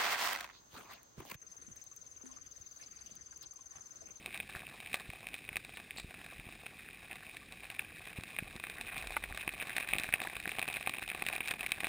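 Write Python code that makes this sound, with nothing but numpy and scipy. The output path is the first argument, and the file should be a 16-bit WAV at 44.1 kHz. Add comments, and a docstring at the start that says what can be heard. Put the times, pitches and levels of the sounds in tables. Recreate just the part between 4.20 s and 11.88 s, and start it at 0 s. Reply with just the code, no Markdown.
"""Dry crackles over a steady hiss are heard first; low bumps, a hollow knock and faint bubbles join them.
The scene is a hand-held camera over a foamy plastic tub. Clicks are impulses that excite narrow resonances,
probably of the camera housing, which creaks in the hand; the hiss is noise shaped by the same resonances.
Bumps are single-cycle pushes, the knock and bubbles are decaying sines, the splutter and low bed are noise.
Slow sampling with each value held mirrors the sound into the treble."""
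import sys
import numpy as np
from scipy import signal
from scipy.fft import rfft, irfft
from scipy.io import wavfile
from scipy.ndimage import uniform_filter1d

SR = 44100
rng = np.random.default_rng(int(sys.argv[2]) if len(sys.argv) > 2 else 0)


def store_pcm(level_fs):
    """Save levels as 16-bit WAV."""
    pcm = np.round(np.clip(level_fs, -1, 1) * 32767).astype(np.int16)
    wavfile.write(sys.argv[1], SR, np.atleast_2d(pcm).T)


N = 338688

# Clear crackles: t/s, level/dB of the main ring, then low, middle and high ring levels/dB relative to it
CRACKLES = [(0.06, -31, -8.5, -13, -4), (0.0772, -42, -15, -15, -19), (0.144, -28, -17, -20, -10),
            (0.175, -36, -17, -14, -1), (0.2007, -25.5, -14, -10, -20), (0.2957, -38, -24, -21, -23),
            (0.3503, -44, 4, 15, -8), (0.3599, -37, -14, -1, -4), (0.4672, -32.5, -33, -20, -25),
            (0.6032, -36.5, -21, -21, -3), (0.6605, -32, -22, -16, -16), (0.6718, -34, -24, -18, -14),
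            (0.7147, -40, -18, -14, -7), (0.7302, -29, -16, -6, -7), (0.7423, -21, -11, -4.5, -5),
            (0.7454, -33, -8, -5, -13), (0.7576, -41, -11, 5, -15), (0.798, -37, -11, 0, -1.5),
            (0.9014, -35.5, -13, -7, -4), (0.9335, -36.5, -18, -14, -12), (1.069, -27, -17, -26, -11),
            (1.0868, -35.5, -11.5, -5, -1), (1.1414, -25, -13.5, -26, -8.5), (1.1884, -33.5, -19, -21, -19),
            (1.2898, -27, -11.5, -11, -22), (1.3294, -37, -12, -15, -16), (1.3572, -24, -15, -16, -17),
            (1.3679, -21, -14.5, -8, -5), (1.4483, -37.5, -12, -10, 0.5), (1.4927, -37.5, -7, -15, -12),
            (1.5713, -32.5, -24, -17, -23), (1.5998, -38.5, -9, -1, -5), (1.7076, -26.5, -25, -24, -25),
            (1.7632, -40, -3, -8, -10), (1.7831, -34.5, -5, -8, -12), (1.7986, -37, -4.5, -16, 4.5),
            (1.9087, -46, -6, 4, -12), (1.9418, -36.5, -8, -1, -4), (2.0144, -38.5, -11, -6, -13),
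            (2.0627, -41, -10, -1, -3), (2.1977, -34.5, -16, -17, -19), (2.2888, -40, -2.5, -5, -17),
            (2.3247, -39, -11, -13, -8), (2.3543, -42.5, -7, -10, -16), (2.4347, -50.5, 8, -3, -3),
            (2.464, -31, -11.5, -6, -7), (2.5924, -40.5, -21, -12, -14), (2.687, -40.5, -16, 5, -18),
            (2.9119, -29, -16, -10, -14), (2.9197, -36, -8, -4, -18), (2.9294, -32.5, -14, -15, -11),
            (2.9562, -39, -24, -18, -1), (3.0659, -38.5, -23, -16, -16), (3.095, -36, -19, -15, -12),
            (3.1682, -28, -20, -21, -16), (3.3228, -37.5, -13, -8, 1), (3.4047, -40, -23, -17, -13),
            (3.4347, -38, -19, -21, -15), (3.5011, -31.5, -11, -18, -6), (3.5478, -39, -15, -13, -5),
            (3.5924, -24, -25, -24, -39), (3.6478, -40, -17, -15, -17), (3.872, -35, -9, -8, -5),
            (4.0086, -37, -15, -14, -3), (4.0359, -30.5, -10, -5, -4.5), (4.164, -30, -15, -16, -19),
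            (4.1869, -23, -12, -13, -25), (4.1902, -29, -11, -8, -26), (4.363, -37.5, -4, -16, 1),
            (4.3986, -31, -10, -10, -12), (4.4383, -30.5, -7, 1, -13), (4.4686, -34.5, -7, -5, -2),
            (4.4982, -33, -9, 0, -1), (4.583, -47, -7, 12, -15), (4.6107, -30.5, -8, -19, -6),
            (4.6828, -34, -15, -7, -15), (4.7224, -36.5, -10, -2, -18), (4.7654, -35.5, -5, 3, -4),
            (4.779, -28.5, -19, -14, -3), (4.8242, -30, -15, -21, -8), (4.8717, -30, -12, -2, -2),
            (4.9059, -39, -4, 4, -9), (5.0384, -27.5, -8, -1.5, -10), (5.1242, -39.5, -18, 10, -16),
            (5.1466, -33.5, -7, -4, -7), (5.1744, -30, -16, 3, -2), (5.1982, -41, -8, -17, -10),
            (5.2771, -20, -7.5, -14, -12), (5.2913, -25, -24, -9, -18), (5.337, -37.5, -0.5, -12, -14),
            (5.3992, -32, -12, -11, -15), (5.4162, -36, -5, 3, -2), (5.4254, -31.5, -2, 2, -2),
            (5.4709, -34, -8, -10, -3), (5.4948, -31.5, -12, 3.5, -5), (5.504, -35, -13, 2, -12),
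            (5.5652, -23.5, -11, -3, -5), (5.5684, -30, -15, -5.5, 3), (5.5816, -27, -6, 1, -16),
            (5.6, -26.5, -11, -16, -8), (5.6071, -29.5, -9, -15, -13), (5.6208, -35, -19, -16, -17),
            (5.6269, -30.5, -20, -15, -25), (5.6875, -36, -5, 4, 4), (5.7173, -29, -18, -16, -17),
            (5.7298, -29.5, -5, -18, -26), (5.7347, -18, -9, -19, -35), (5.7472, -31, -17, -9, -14),
            (5.7534, -27, -18, -17, -18), (5.763, -27.5, -17, -17, -15), (5.7836, -23, -15, -18, -4),
            (5.7978, -28, -20, -16, 2.5), (5.816, -34, -12, -13, -20), (5.8348, -24.5, -19, -8, -4.5),
            (5.8424, -31, -7, 2, -22), (5.8635, -38, -14, -5, -11), (5.8892, -36, 1, 7, -11),
            (5.9254, -25.5, -24, -3, -16), (5.9382, -16.5, -10.5, -7.5, -12), (5.9424, -26, -15, -17, -18),
            (6.002, -25.5, -15, -16, -18), (6.0164, -35, -10, -10, -18), (6.0162, -24, -10, -20, -14),
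            (6.0377, -36, -13, -13, -24), (6.0523, -38, -3, 0, -12), (6.0717, -32.5, -1.5, 8.5, -19),
            (6.098, -36, -18, -11, -15), (6.1337, -34.5, -15, -16, -14), (6.1534, -33, -12, -9, -14),
            (6.1664, -29, -6.5, -2, -8), (6.2006, -29.5, -19, -9, -9), (6.2558, -30, -6, 4.5, -22),
            (6.2763, -26, -8.5, -5.5, -11), (6.2922, -26.5, -11, -12, -5), (6.317, -25, -21, -18, -19),
            (6.3853, -21.5, -9, -11, -18), (6.3935, -22.5, -11, -17, -5), (6.4155, -27.5, -14, -10, -11),
            (6.4263, -22.5, -11.5, -12, -24), (6.4784, -28.5, -5.5, -15, -3), (6.4855, -28, -5, -20, -11),
            (6.5, -27.5, -15, -14, -15), (6.529, -39, -7, 1, 8.5), (6.5404, -29, -17, -15, -16),
            (6.549, -31, -14, -9, -13), (6.5604, -27, -11, -12, -11), (6.568, -25, -8.5, -9, -11),
            (6.6093, -31.5, -4.5, -14, -18), (6.6269, -28, -23, -11, -19), (6.6617, -28, -21, -13, -23),
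            (6.6729, -19, -8, -22, -24), (6.6947, -22, -10.5, -20, -7), (6.7376, -25.5, -17, -17, -22),
            (6.7458, -34, -13, -14, -10), (6.7838, -29, -9.5, -16, -16), (6.824, -31, -4, -3, -15),
            (6.878, -30.5, -10, -10, -5), (6.8888, -31, -21, -12, -6), (6.9154, -29.5, -9.5, -7, -13),
            (6.948, -26.5, -7.5, -17, -11), (6.973, -41, -20, -13, -18), (7.0218, -23.5, -9.5, -10, -26),
            (7.0647, -20.5, -15.5, -14, -12), (7.0861, -21.5, -14, -8, -9), (7.099, -28.5, -20, -4, -15),
            (7.1331, -34, -14, 1, -2), (7.1523, -31.5, -10, -17, 0), (7.1616, -30, -21, -17, -11),
            (7.1801, -32.5, -4.5, -6, -3), (7.206, -20.5, -12.5, -13, -23), (7.2571, -33, -19, -17, -9),
            (7.275, -23, -18, -20, -4), (7.2824, -27, -19, -5, -1), (7.3098, -21, -9.5, -2, -3),
            (7.3137, -24.5, -12, -7, -12), (7.3379, -28.5, -8, -18, -20), (7.3927, -32.5, -18, -14, -11),
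            (7.4084, -27.5, -10, -13, -6), (7.43, -30.5, -9, -6, -6), (7.4629, -23, -20, -16, -7),
            (7.5187, -20, -14, -20, -1), (7.5436, -40, -17, -12, -15), (7.5602, -41, -12, -2, -13),
            (7.581, -38, -2, 3, -14), (7.6041, -24, -13, -8, -23), (7.6337, -30, -3, 0, -13),
            (7.6438, -19.5, -12, -10, -21), (7.655, -32, -16, -15, -9), (7.6688, -28, -4, -1, -1)]
# Resonances that colour a click: f/Hz, relative level/dB
HOUSING = [(210, -37), (350, -11), (536, -16), (755, -6.5), (945, -15), (1150, -7.5), (1320, -12.5),
           (1710, -6), (2140, -5), (2520, 1), (2870, -12), (3350, -10.5), (3770, -5), (4340, -16.5),
           (5900, -17), (7670, -95), (13000, -120)]
# Click excitation, weaker at both ends: f/Hz, gain/dB
CLICK_TILT = [(350, -3.5), (650, 0), (4100, -3.5), (4700, -6), (6000, -7.5)]
# Borders between the low, middle, main and high rings: f/Hz
RING_BORDERS = [1357, 2060, 3266]
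# How busy the handling is, as fine crackle: t/s, level/dB
STIR = [(0.0, -50), (0.7, -51.5), (0.9, -55), (1.41, -55), (2.27, -57), (2.8, -55), (3.23, -56),
        (3.74, -52), (4.36, -52), (4.6, -47.5), (5.13, -48.5), (5.73, -45.5), (6.69, -47.5), (7.12, -45),
        (7.36, -50), (7.68, -48)]
# Mean strength of the low, middle, main and high rings of a middling click: relative level/dB
SCATTER_RINGS = [-10.5, -9.5, -2.5, -7.5]
# Bumps of the hand or of water against the tub: t/s, level/dB, f/Hz, push direction (-1 or 1),
# level/dB of the heave with it
BUMPS = [(0.3626, -42.5, 86, 1, -70), (0.8935, -39, 112, 1, -66), (1.318, -46, 150, 1, -64),
         (1.846, -37.5, 140, -1, -57), (2.1948, -43.5, 131, 1, -62), (2.2693, -41.5, 111, -1, -72),
         (2.976, -59, 60, 1, -68), (3.988, -32.5, 127, 1, -72), (4.226, -34, 148, -1, -59),
         (4.3574, -39.5, 172, 1, -57), (4.7774, -44, 120, -1, -68), (5.112, -41, 55.5, -1, -64),
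         (5.7537, -35.5, 230, 1, -53), (5.7744, -39, 230, 1, -70), (5.7985, -37.5, 230, -1, -70),
         (5.8902, -41, 131, 1, -57), (6.275, -35, 235, -1, -72), (7.023, -46, 139, -1, -66)]
# A sharp, hollow knock and its two bounces: t/s, level/dB before the modes
KNOCK = [(4.9672, -8.5), (4.9706, -15), (4.974, -19.5)]
# Modes of the knock: f/Hz, relative level/dB, t60/s
KNOCK_MODES = [(950, -16, 0.014), (1370, 4.5, 0.0041), (2110, 2.5, 0.0046)]
# Faint bubbles: t/s, level/dB before onset and decay, starting f/Hz
BUBBLES = [(2.915, -48, 760), (3.215, -51, 1120), (3.495, -50, 1560), (3.64, -50, 1580), (6.052, -43, 940)]
# Slow heaving of the hand: t/s, level/dB
HEAVE = [(0.0, -71), (0.85, -74), (2.41, -73), (2.82, -75), (4.49, -68), (4.88, -51), (5.45, -69),
         (5.88, -62), (6.33, -70), (6.76, -68), (7.31, -70), (7.68, -59)]
# Spectrum of the hand motion: f/Hz, relative level/dB
SWAY = [(12, -33), (25, -9), (45, 1.5), (70, -11.5), (150, -60)]
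# Spectrum of the rumble: f/Hz, relative level/dB
RUMBLE = [(26, -31), (45, -0.5), (199, -1), (550, -10.5), (720, -32), (1210, -120)]
# Tilt of the hiss on top of the housing colour: f/Hz, relative level/dB
HISS = [(400, -12.5), (1000, -8), (2500, 6), (4000, 1), (5000, 7), (6000, 2.5)]
# Spectrum of the faint bass that differs left and right: f/Hz, relative level/dB
APART = [(18, -22), (30, 0), (80, -11), (256, -8), (1100, -31.5), (1340, -37), (1500, -35), (1950, -58),
         (3300, -120)]
# Treble roll-off: f/Hz, gain/dB
TOP = [(15000, -1), (15400, -14), (15800, -12), (16100, -26), (16500, -32)]

TRAIL_DB, TRAIL_T60_S = -20.0, 0.045  # extra fine crackle after a clear one, relative to its level
SCATTER_PER_S, SCATTER_DB, SCATTER_SPREAD_DB = 25, 7, 3.5  # rate, level above the stir, spread either way
SCATTER_COLOUR_DB = 4.5  # standard deviation of each ring of a middling click
THUD_DB, THUD_HZ = -8, 270  # nudge under every clear crackle, relative to its low ring
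FIZZ_S, FIZZ_DB, FIZZ_HZ, FIZZ_WIDTH_HZ, FIZZ_T60_S = 1.772, -41.5, 4143, 900, 0.14
BUBBLE_T60_S, BUBBLE_RISE_PER_S = 0.096, 3.0  # pitch gained as a share of the starting pitch per second
JOLT_S = 0.036  # half length, to 1/e, of the heave that comes with a bump
RUMBLE_DB, RUMBLE_FOLLOWS, CALM_DB = -61.5, 0.23, -57  # level when calm, dB per dB of stir above calm
HISS_DB, APART_DB = -59, -81
HELD_RATE_HZ, HOLD, EDGE_HZ = 12000, 4, 16550  # slow rate, repeats of each value, band limit


def gain_of(db):
    """Definition of level: 20 dB is a tenfold amplitude."""
    return 10 ** (np.asarray(db) / 20)


def evened(x):
    """Normalisation to unit root-mean-square amplitude."""
    return x / np.sqrt(np.mean(x ** 2) + 1e-20)


def read(points, hz):
    """Linear interpolation of level on a logarithmic frequency axis."""
    f, value = np.transpose(points)
    return np.interp(np.log(hz + 1), np.log(f + 1), value)


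def along(curve):
    """Linear interpolation in time, at every sample."""
    return np.interp(np.arange(N) / SR, *np.transpose(curve))


def noise():
    """White noise: equal mean power at all frequencies."""
    return rng.standard_normal(N)


def coloured(x, points):
    """Linear filtering: a product of spectra."""
    return irfft(rfft(x) * gain_of(read(points, np.fft.rfftfreq(N, 1 / SR))), N)


def uneven(spread_db, width):
    """Amplitude modulation by smoothed noise; width is in samples."""
    return gain_of(spread_db * evened(uniform_filter1d(noise(), width)))


def causal(db):
    """Minimum phase: the gain at every frequency fixes a ring that starts at once."""
    log_gain = np.log(gain_of(np.maximum(db, -100)))
    mirrored = np.r_[log_gain, log_gain[-2:0:-1]]
    phase = -signal.hilbert(mirrored).imag[:len(db)]
    return irfft(np.exp(log_gain + 1j * phase))[:2048]


def rings(slope=9.8):
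    """Impulse response of the housing, split by frequency into four parts whose envelopes peak at 1."""
    hz = np.fft.rfftfreq(8192, 1 / SR) + 1
    lowpasses = [1 / (1 + (hz / border) ** slope) for border in RING_BORDERS]
    shares = np.diff([0 * hz] + lowpasses + [0 * hz + 1], axis=0)
    colour_db = read(HOUSING, hz) + read(CLICK_TILT, hz)
    parts = [causal(colour_db + 20 * np.log10(share + 1e-9)) for share in shares]
    return [part / abs(signal.hilbert(part)).max() for part in parts]


def strike(s, db, spread_s, after, count=4):
    """Convolution of impulses with resonances: a click and weaker after-slips; db is events x 4 rings."""
    late, size, side = np.moveaxis(rng.random((len(s), 3, 4, count)), 1, 0)
    first = np.arange(count) == 0
    delay_s = late * np.where(first, 0.0003, spread_s)
    at = ((s[:, None, None] + delay_s) * SR).astype(int).clip(0, N - 1)
    force = np.where(first, 1, after * size * (1 - late))
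    force = force * np.sign(side - 0.5) * gain_of(db)[:, :, None]
    trains = [np.bincount(at[:, k].ravel(), force[:, k].ravel(), N) for k in range(4)]
    return sum(signal.oaconvolve(train, ring)[:N] for train, ring in zip(trains, rings()))


def crackles():
    """Impulsive excitation: single clear clicks, each with its own balance of resonances."""
    s, db, low_db, middle_db, high_db = np.transpose(CRACKLES)
    ring_db = np.c_[db + low_db, db + middle_db, db, db + high_db]
    return strike(s, ring_db, spread_s=0.00501, after=0.74)


def scattered():
    """Random impulses: middling clicks whose level follows the stir."""
    luck, tint = rng.random((800, 3)), rng.standard_normal((800, 4))
    s = luck[:, 0] * N / SR
    silent = luck[:, 2] > SCATTER_PER_S * N / SR / len(s)  # thins the candidates to the wanted rate
    spread_db = SCATTER_SPREAD_DB * (2 * luck[:, 1] - 1)
    db = along(STIR)[(s * SR).astype(int)] + SCATTER_DB + spread_db - 200 * silent
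    ring_db = db[:, None] + SCATTER_RINGS + SCATTER_COLOUR_DB * tint
    return strike(s, ring_db, spread_s=0.005, after=0.3)


def fine_crackle(per_s=600, spread_db=1.0, colour_db=4.0, drift_db=2.5):
    """Superposition of many tiny impulses, in loose clumps whose colour drifts."""
    luck = rng.random((12000, 3))
    drift = evened(uniform_filter1d(rng.standard_normal((N, 4)), 1000, axis=0))
    s = luck[:, 0] * N / SR
    silent = luck[:, 2] > per_s * N / SR / len(s)  # thins the candidates to the wanted rate
    size_db = spread_db * np.minimum(-np.log(luck[:, 1]), 2.2) - 200 * silent  # mostly small
    tint_db = colour_db * rng.standard_normal((len(s), 4)) + drift_db * drift[(s * SR).astype(int)]
    ring_db = size_db[:, None] + [-8.0, -4.5, -0.24, -6.0] + tint_db
    return evened(strike(s, ring_db, spread_s=0.0042, after=1.0) * uneven(2.0, 1500))


def busyness():
    """Exponential relaxation: fine crackle follows the stir, plus a dying trail after each clear crackle."""
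    s, db = np.transpose(CRACKLES)[:2]
    kicks = np.bincount((s * SR).astype(int), gain_of(db + TRAIL_DB), N)
    decay = gain_of(-60 / (TRAIL_T60_S * SR))
    return gain_of(along(STIR)) + signal.lfilter([1], [1, -decay], kicks)


def bumps():
    """Pressure pulses of one cycle, without housing resonance, alone or under a clear crackle."""
    ways = rng.standard_normal(len(CRACKLES))  # only the sign is used
    thuds = [(s, db + low_db + THUD_DB, THUD_HZ, way)
             for (s, db, low_db, *_), way in zip(CRACKLES, ways)]
    out, t = np.zeros(N + 2000), np.arange(-1000, 1000) / SR
    for s, db, hz, way in [row[:-1] for row in BUMPS] + thuds:
        push = np.tanh(14 * hz * t) * np.exp(-(2.8 * hz * t - 0.15) ** 2)
        out[round(s * SR):][:len(t)] += np.sign(way) * gain_of(db) * push
    return out[len(t) // 2:][:N]  # centres each push on its time


def knock():
    """Modal decay: the same short hollow ring at every bounce."""
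    out, t = np.zeros(N), np.arange(2000) / SR
    ring = sum(gain_of(db - 60 * t / t60) * np.sin(2 * np.pi * hz * t) for hz, db, t60 in KNOCK_MODES)
    onset = 1 - np.exp(-t / 0.00083)
    for s, db in KNOCK:
        out[round(s * SR):][:len(t)] += gain_of(db) * ring * onset
    return out


def fizz():
    """Band-limited noise with exponential decay: one short, bright, ragged splutter that starts at once."""
    t = np.arange(N) / SR - FIZZ_S
    edges_hz = [FIZZ_HZ - FIZZ_WIDTH_HZ / 2, FIZZ_HZ + FIZZ_WIDTH_HZ / 2]
    band = signal.butter(2, edges_hz, "band", fs=SR, output="sos")
    ragged = evened(signal.sosfilt(band, noise() * uneven(2.0, 80)))
    return ragged * gain_of(FIZZ_DB - 60 * abs(t) / FIZZ_T60_S) * (t > 0)


def bubbles():
    """Damped oscillation with rising frequency: short sines that climb as they die."""
    out, t = np.zeros(N), np.arange(4000) / SR
    onset = 1 - np.exp(-t / 0.0017)
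    for s, db, hz in BUBBLES:
        note = np.sin(2 * np.pi * hz * (t + BUBBLE_RISE_PER_S * t ** 2 / 2)) * onset
        out[round(s * SR):][:len(t)] += gain_of(db - 60 * t / BUBBLE_T60_S) * note
    return out


def sway():
    """Low-frequency noise of the moving hand, amplitude-modulated to swell at every bump."""
    t = np.arange(N) / SR
    jolts = sum(gain_of(db) * np.exp(-((t - s) / JOLT_S) ** 2) for s, *_, db in BUMPS)
    return evened(coloured(noise(), SWAY)) * (gain_of(along(HEAVE)) + jolts)


def rumble():
    """Spectrally shaped noise, slightly uneven, whose level partly follows the stir."""
    level_db = RUMBLE_DB + RUMBLE_FOLLOWS * (along(STIR) - CALM_DB)
    return gain_of(level_db) * evened(coloured(noise(), RUMBLE) * uneven(1.32, 1500))


def hiss():
    """Stationary noise filtered by the housing resonances and a tilt."""
    return gain_of(HISS_DB) * evened(coloured(coloured(noise(), HOUSING), HISS))


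def scene():
    """Linear superposition of all sources, the same in both channels."""
    clicks = crackles() + scattered() + busyness() * fine_crackle()
    single_events = bumps() + knock() + fizz() + bubbles()
    background = sway() + rumble() + hiss()
    return np.tile(clicks + single_events + background, (2, 1))


def record(dry):
    """Sample-and-hold imaging into the treble, a faint channel difference, then band limitation."""
    slow = signal.resample_poly(dry[0], HELD_RATE_HZ, SR)
    held = signal.resample_poly(np.repeat(slow, HOLD), SR, HOLD * HELD_RATE_HZ)[:N]
    apart = gain_of(APART_DB) * evened(coloured(noise(), APART))
    pair = coloured(held, TOP) + np.array([apart, -apart])
    band_limit = signal.firwin(511, EDGE_HZ, window=("kaiser", 9), fs=SR)
    return signal.oaconvolve(pair, band_limit[None], "same")


dry = scene()
out = record(dry)
store_pcm(out)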